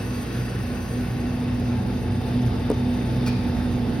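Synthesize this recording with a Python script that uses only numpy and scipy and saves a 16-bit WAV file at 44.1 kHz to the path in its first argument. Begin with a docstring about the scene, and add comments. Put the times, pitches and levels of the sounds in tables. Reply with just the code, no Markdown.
"""A small coffee roaster runs indoors: a burner rumbling with two wavering duct tones, motor hum,
fan whirr, gas hiss and two faint drum squeaks. The microphone moves from the control panel to the
side of the housing, so the rumble grows and the hiss falls back. Two quick knocks ring the housing
close by; a little later a metal part clacks further off in the room."""
import sys
import numpy as np
from scipy import signal
from scipy.fft import rfft, irfft, next_fast_len
from scipy.io import wavfile
from scipy.ndimage import uniform_filter1d, map_coordinates

SR = 44100
rng = np.random.default_rng(int(sys.argv[2]) if len(sys.argv) > 2 else 0)


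def unload_audio(sound):
    """Save the sound as a 16-bit wav file, at the path given as the first command line argument."""
    columns = np.transpose(np.atleast_2d(sound))
    # keep every value between -1 and 1, then stretch to whole-number steps
    steps = np.round(np.clip(columns, -1, 1) * 32767)
    wavfile.write(sys.argv[1], SR, steps.astype(np.int16))


N = 176400

# Microphone path, 0 at the panel to 1 at the side: time_s, nearness
MIC_PATH = [(0, 0.027), (.85, 0.11), (1.3, 0.4), (1.8, 0.69), (2.45, 0.8), (3.3, 0.86), (4, 0.72)]
# Microphone turn: time_s, left_minus_right_db
MIC_TURN = [(3, -0.5), (3.8, -2)]
# Likeness of the two microphone ports: freq_hz, coherence
PORT_COHERENCE = [(100, .98), (270, .93), (450, .72), (1100, .42), (2100, .6), (4700, .5), (6200, .84),
                  (15000, .8)]
# Phase between the ports: freq_hz, left_lead_rad
PORT_LEAD = [(400, 0), (3200, .9), (5300, .6), (7200, 3.1), (15800, 11.9)]
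# Balance of the ports: freq_hz, left_minus_right_db
PORT_BALANCE = [(60, -1.5), (150, 0.5), (400, -2), (850, 0), (1400, 3.5), (2500, 1)]
# Drum squeaks: centre_s, pitch_hz, level_db
DRUM_SQUEAKS = [(.16, 4640, -50), (.46, 4800, -54)]
# Contacts of the metal part: start_s, level_db
METAL_CONTACTS = [(3.262, -29.5), (3.271, -27.5), (3.276, -28), (3.288, -34.5)]
# Colour of the metal part: freq_hz, gain_db
METAL_SPECTRUM = [(600, -13), (1400, 3.5), (2150, -7), (2440, 10.5), (2800, -8), (3900, -2), (4800, 2),
                  (6000, -6.5), (9000, -11.5), (15500, -14)]
# Blows on the housing: start_s, level_db
HOUSING_BLOWS = [(2.7017, -11), (2.7158, -14.5)]
# Housing modes: pitch_hz, gain_db, t60_s
HOUSING_MODES = [(306, -8, 0.078), (439, 6.5, 0.021), (904, -13.5, .04)]
# Colour of a blow's tick: freq_hz, gain_db
TICK_SPECTRUM = [(3500, -22), (6500, -1), (9500, -3), (12000, -10), (16000, -8)]
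# Gas hiss at the side: freq_hz, density_db
HISS_SPECTRUM = [(4500, -120), (6150, -86.5), (7200, -104.5), (8700, -91.5), (9800, -95.5), (10600, -92.5),
                 (12400, -95), (14400, -102), (15000, -99), (15700, -104)]
# Fan rush at the side: freq_hz, density_db
FAN_SPECTRUM = [(90, -95), (190, -60), (350, -64.5), (620, -75), (950, -76.5), (1400, -76.5), (2400, -80),
                (3000, -82.5), (4000, -85), (5100, -86), (5700, -93), (7000, -120)]
# Swell of the fan rush: time_s, gain_db
FAN_GAIN = [(0, .5), (1.5, -0.5), (2.7, 1), (3.4, 1.5), (4, 1)]
# Fan casing resonances: centre_hz, width_hz, panel_density_db, side_density_db
CASING_MODES = [(476.6, 89, -62.5, -63), (866, 27, -84, -65), (1089, 89, -71, -76), (1860, 190, -78, -85),
                (2648, 126, -72.5, -76), (3620, 85, -87, -77.5), (4786, 300, -82, -82)]
# Motor and bearing tones: pitch_hz, panel_db, side_db
MOTOR_TONES = [(59.4, -37.5, -35.5), (190, -40.5, -47), (759, -61, -56), (840, -59, -53),
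               (877.6, -64, -49.5), (909, -64, -57), (1486, -54.5, -68), (1604, -61, -65), (1723, -60, -66),
               (1844, -59, -65), (3617, -73, -57), (3674, -73, -62.5)]
# First duct resonance: time_s, level_db
DUCT_FUNDAMENTAL = [(0.0, -39), (0.1, -26), (0.24, -40), (0.4, -26), (0.52, -31.5), (0.98, -38.5),
                    (1.12, -26.5), (1.22, -44), (1.44, -34.5), (1.7, -27), (2.02, -37), (2.14, -30),
                    (2.26, -36.5), (2.46, -22), (2.62, -34.5), (3.0, -32.5), (3.14, -24.5), (3.6, -40),
                    (3.74, -31.1), (4.0, -38)]
# Its octave: time_s, level_db
DUCT_OCTAVE = [(0, -42), (.12, -34), (.61, -42), (.72, -30), (.89, -43), (1.0, -25.5), (1.09, -42),
               (1.2, -30), (1.72, -26), (1.94, -36), (2.19, -28), (2.27, -41), (2.37, -22), (2.55, -31),
               (2.92, -23), (3.08, -31), (3.3, -25.5), (4, -30)]
# Burner rumble at the side: freq_hz, density_db
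BURNER_SPECTRUM = [(18, -105), (35, -61), (48, -55.5), (70, -54.5), (90, -44.5), (140, -49), (170, -53.5),
                   (210, -49), (290, -56.5), (390, -60), (470, -64.5), (630, -67.5), (740, -64),
                   (1000, -80), (1500, -120)]


def amp(db):
    """Decibels to gain."""
    return 10 ** (np.asarray(db) / 20)


def unit_rms(x):
    """Scale to rms 1."""
    return x / np.sqrt(np.mean(x ** 2) + 1e-20)


def at_hz(rows, hz):
    """Interpolate (freq_hz, value) rows on a log axis."""
    freq_hz, values = np.transpose(rows)
    return np.interp(np.log(hz + 1), np.log(freq_hz + 1), values)


def curve(rows):
    """One value per sample from (time_s, value) rows."""
    return np.interp(np.arange(N) / SR, *np.transpose(rows))


def wobble(rate_hz):
    """Smooth random curve, rate_hz knots a second."""
    return map_coordinates(rng.standard_normal(2000), [np.arange(N) * rate_hz / SR + 2], mode="mirror")


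def filtered(x, response):
    """Apply a complex frequency response."""
    size = next_fast_len(N + SR // 2)
    return irfft(rfft(x, size) * response(np.fft.rfftfreq(size, 1 / SR)), size)[..., :N]


def decay(start_s, t60_s, attack_s):
    """Blow envelope: quick rise, exponential fall."""
    age_s = np.maximum(np.arange(N) / SR - start_s, 0)
    return (1 - np.exp(-age_s / attack_s)) * np.exp(-np.log(1000) * age_s / t60_s)


def coloured_noise(spectrum):
    """Shaped mono noise, rms 1."""
    return unit_rms(filtered(rng.standard_normal(N), lambda hz: amp(at_hz(spectrum, hz))))


def flow_noise(density_db, patchy_db):
    """Partly coherent stereo noise with random gain patches in time and frequency."""
    bins = signal.stft(rng.standard_normal((2, N)), nperseg=512)[2]
    patches = uniform_filter1d(rng.standard_normal(bins.shape[1:]), size=5, axis=0)
    patches = uniform_filter1d(patches, size=14, axis=1)
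    pair = signal.istft(bins * amp(patchy_db * unit_rms(patches)), nperseg=512)[1][:, :N]

    def mid_side_gains(hz):
        width_rad = np.arccos(np.clip(at_hz(PORT_COHERENCE, hz), 0, 1)) / 2
        return amp(density_db(hz)) * [np.cos(width_rad), np.sin(width_rad)]

    mid, side = filtered(pair, mid_side_gains)
    return np.sqrt(SR / 2) * np.array([mid + side, mid - side])


def drum_squeaks(half_length_s=0.056):
    """Thin tones from the drum swell and fade."""
    t = np.arange(N) / SR
    return sum(amp(db) * np.exp(-((t - centre_s) / half_length_s) ** 2) * np.sin(2 * np.pi * hz * t)
               for centre_s, hz, db in DRUM_SQUEAKS)


def metal_clack(room_db=-12.5, room_top_hz=5270):
    """A loose metal part rattles shut; its ring hangs, duller, in the room."""
    direct_power = room_power = 0
    for start_s, db in METAL_CONTACTS:
        direct_power += (amp(db) * decay(start_s, t60_s=0.055, attack_s=0.0015)) ** 2
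        room_power += (amp(db + room_db) * decay(start_s, t60_s=0.77, attack_s=0.011)) ** 2
    ring = np.array([coloured_noise(METAL_SPECTRUM) for _ in range(2)])
    ring = filtered(ring, lambda hz: 1 / np.sqrt(1 + (hz / room_top_hz) ** 8))
    return np.sqrt(direct_power) * coloured_noise(METAL_SPECTRUM) + np.sqrt(room_power) * ring


def housing_knocks(tick_db=-6.5):
    """Each blow gives a hard tick and a short hollow ring, left of centre."""
    t, out = np.arange(N) / SR, np.zeros(N)
    for start_s, db in HOUSING_BLOWS:
        ring = sum(amp(mode_db) * decay(start_s, t60_s, attack_s=0.00076)
                   * np.sin(2 * np.pi * hz * (start_s - t)) for hz, mode_db, t60_s in HOUSING_MODES)
        tick = coloured_noise(TICK_SPECTRUM) * decay(start_s, t60_s=0.0027, attack_s=0.00036)
        out += amp(db) * (ring + amp(tick_db) * tick)
    return out * amp([[1.5], [-1.5]])


def gas_hiss(at_panel, panel_db=5.5, falloff=3.8):
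    """Directional gas hiss; drops quickly away from the panel."""
    noise = flow_noise(lambda hz: at_hz(HISS_SPECTRUM, hz), patchy_db=1.96)
    return noise * amp(panel_db * at_panel ** falloff + 0.38 * wobble(16) + 1.4 * wobble(70))


def fan_rush(at_panel, panel_db=1.5):
    """Broad rush of fan air, slowly swelling."""
    noise = flow_noise(lambda hz: at_hz(FAN_SPECTRUM, hz), patchy_db=1)
    return noise * amp(panel_db * at_panel + curve(FAN_GAIN) + 0.59 * wobble(11))


def fan_whirr(side_mix):
    """Air rings in the fan casing; some resonances carry to the panel, others to the side."""
    centre_hz, width_hz, panel_db, side_db = np.transpose(CASING_MODES)[..., None]

    def ringing(peak_db):
        def density_db(hz):
            peaks = amp(peak_db) / (1 + (2 * (hz - centre_hz) / width_hz) ** 2)
            return 20 * np.log10(peaks.max(axis=0))
        return flow_noise(density_db, patchy_db=1)

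    return np.sqrt(1 - side_mix) * ringing(panel_db) + np.sqrt(side_mix) * ringing(side_db)


def motor_hum(side_mix, speed_wander=0.0005, flutter_db=2.6, rough_rad=0.45):
    """Shaft hum and slightly rough bearing whines share one unsteady speed."""
    shaft_time_s = np.cumsum(1 + speed_wander * wobble(4.88)) / SR
    out = np.zeros((2, N))
    for hz, panel_db, side_db in MOTOR_TONES:
        diffuse = np.sqrt(np.clip(1 - at_hz(PORT_COHERENCE, hz), 0, 1))
        level = amp(panel_db + (side_db - panel_db) * side_mix + flutter_db * diffuse * wobble(14))
        phase = 2 * np.pi * (hz * shaft_time_s + rng.random()) + rough_rad * diffuse * wobble(50)
        spread_rad = 0.39 * diffuse * wobble(2.49)
        out += np.sqrt(2) * level * np.sin([phase + spread_rad, phase - spread_rad])
    return out


def duct_tone(levels, pitch_hz, drift_hz, flutter_db, rate_hz):
    """The flame keeps a duct resonance ringing, unsteady in pitch and strength."""
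    phase = 2 * np.pi * np.cumsum(pitch_hz + drift_hz * wobble(rate_hz)) / SR
    return np.sqrt(2) * amp(curve(levels) + flutter_db * wobble(rate_hz)) * np.sin(phase)


def burner_rumble(at_panel, panel_db=-6.5):
    """Low flame noise, loudest beside the housing."""
    noise = flow_noise(lambda hz: at_hz(BURNER_SPECTRUM, hz), patchy_db=0.5)
    return noise * amp(panel_db * at_panel + 0.54 * wobble(11))


def scene():
    """The roaster from a moving microphone, plus knocks and clack."""
    nearness = curve(MIC_PATH)
    at_panel = 1 - nearness
    side_mix = np.interp(nearness, (0.22, 0.84), [0, 1])  # panel tones give way to side tones
    duct = duct_tone(DUCT_FUNDAMENTAL, pitch_hz=122, drift_hz=1.6, flutter_db=1.2, rate_hz=14)
    duct += duct_tone(DUCT_OCTAVE, pitch_hz=244.3, drift_hz=1.7, flutter_db=1, rate_hz=18)
    air = burner_rumble(at_panel) + fan_rush(at_panel) + gas_hiss(at_panel)
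    roaster = air + fan_whirr(side_mix) + motor_hum(side_mix) + duct + drum_squeaks()
    turn_gains = amp(np.outer([0.5, -0.5], curve(MIC_TURN)))
    return roaster * turn_gains + housing_knocks() + metal_clack()


def record(dry, top_hz=15830):
    """Two band-limited microphone ports, unequal in phase and level."""
    sides = np.array([[0.5], [-0.5]])

    def ports(hz):
        lead_rad = np.interp(hz, *np.transpose(PORT_LEAD))
        return np.exp(1j * sides * lead_rad) * amp(sides * at_hz(PORT_BALANCE, hz)) * (hz < top_hz)

    return filtered(dry, ports)


dry = scene()
out = record(dry)
unload_audio(out)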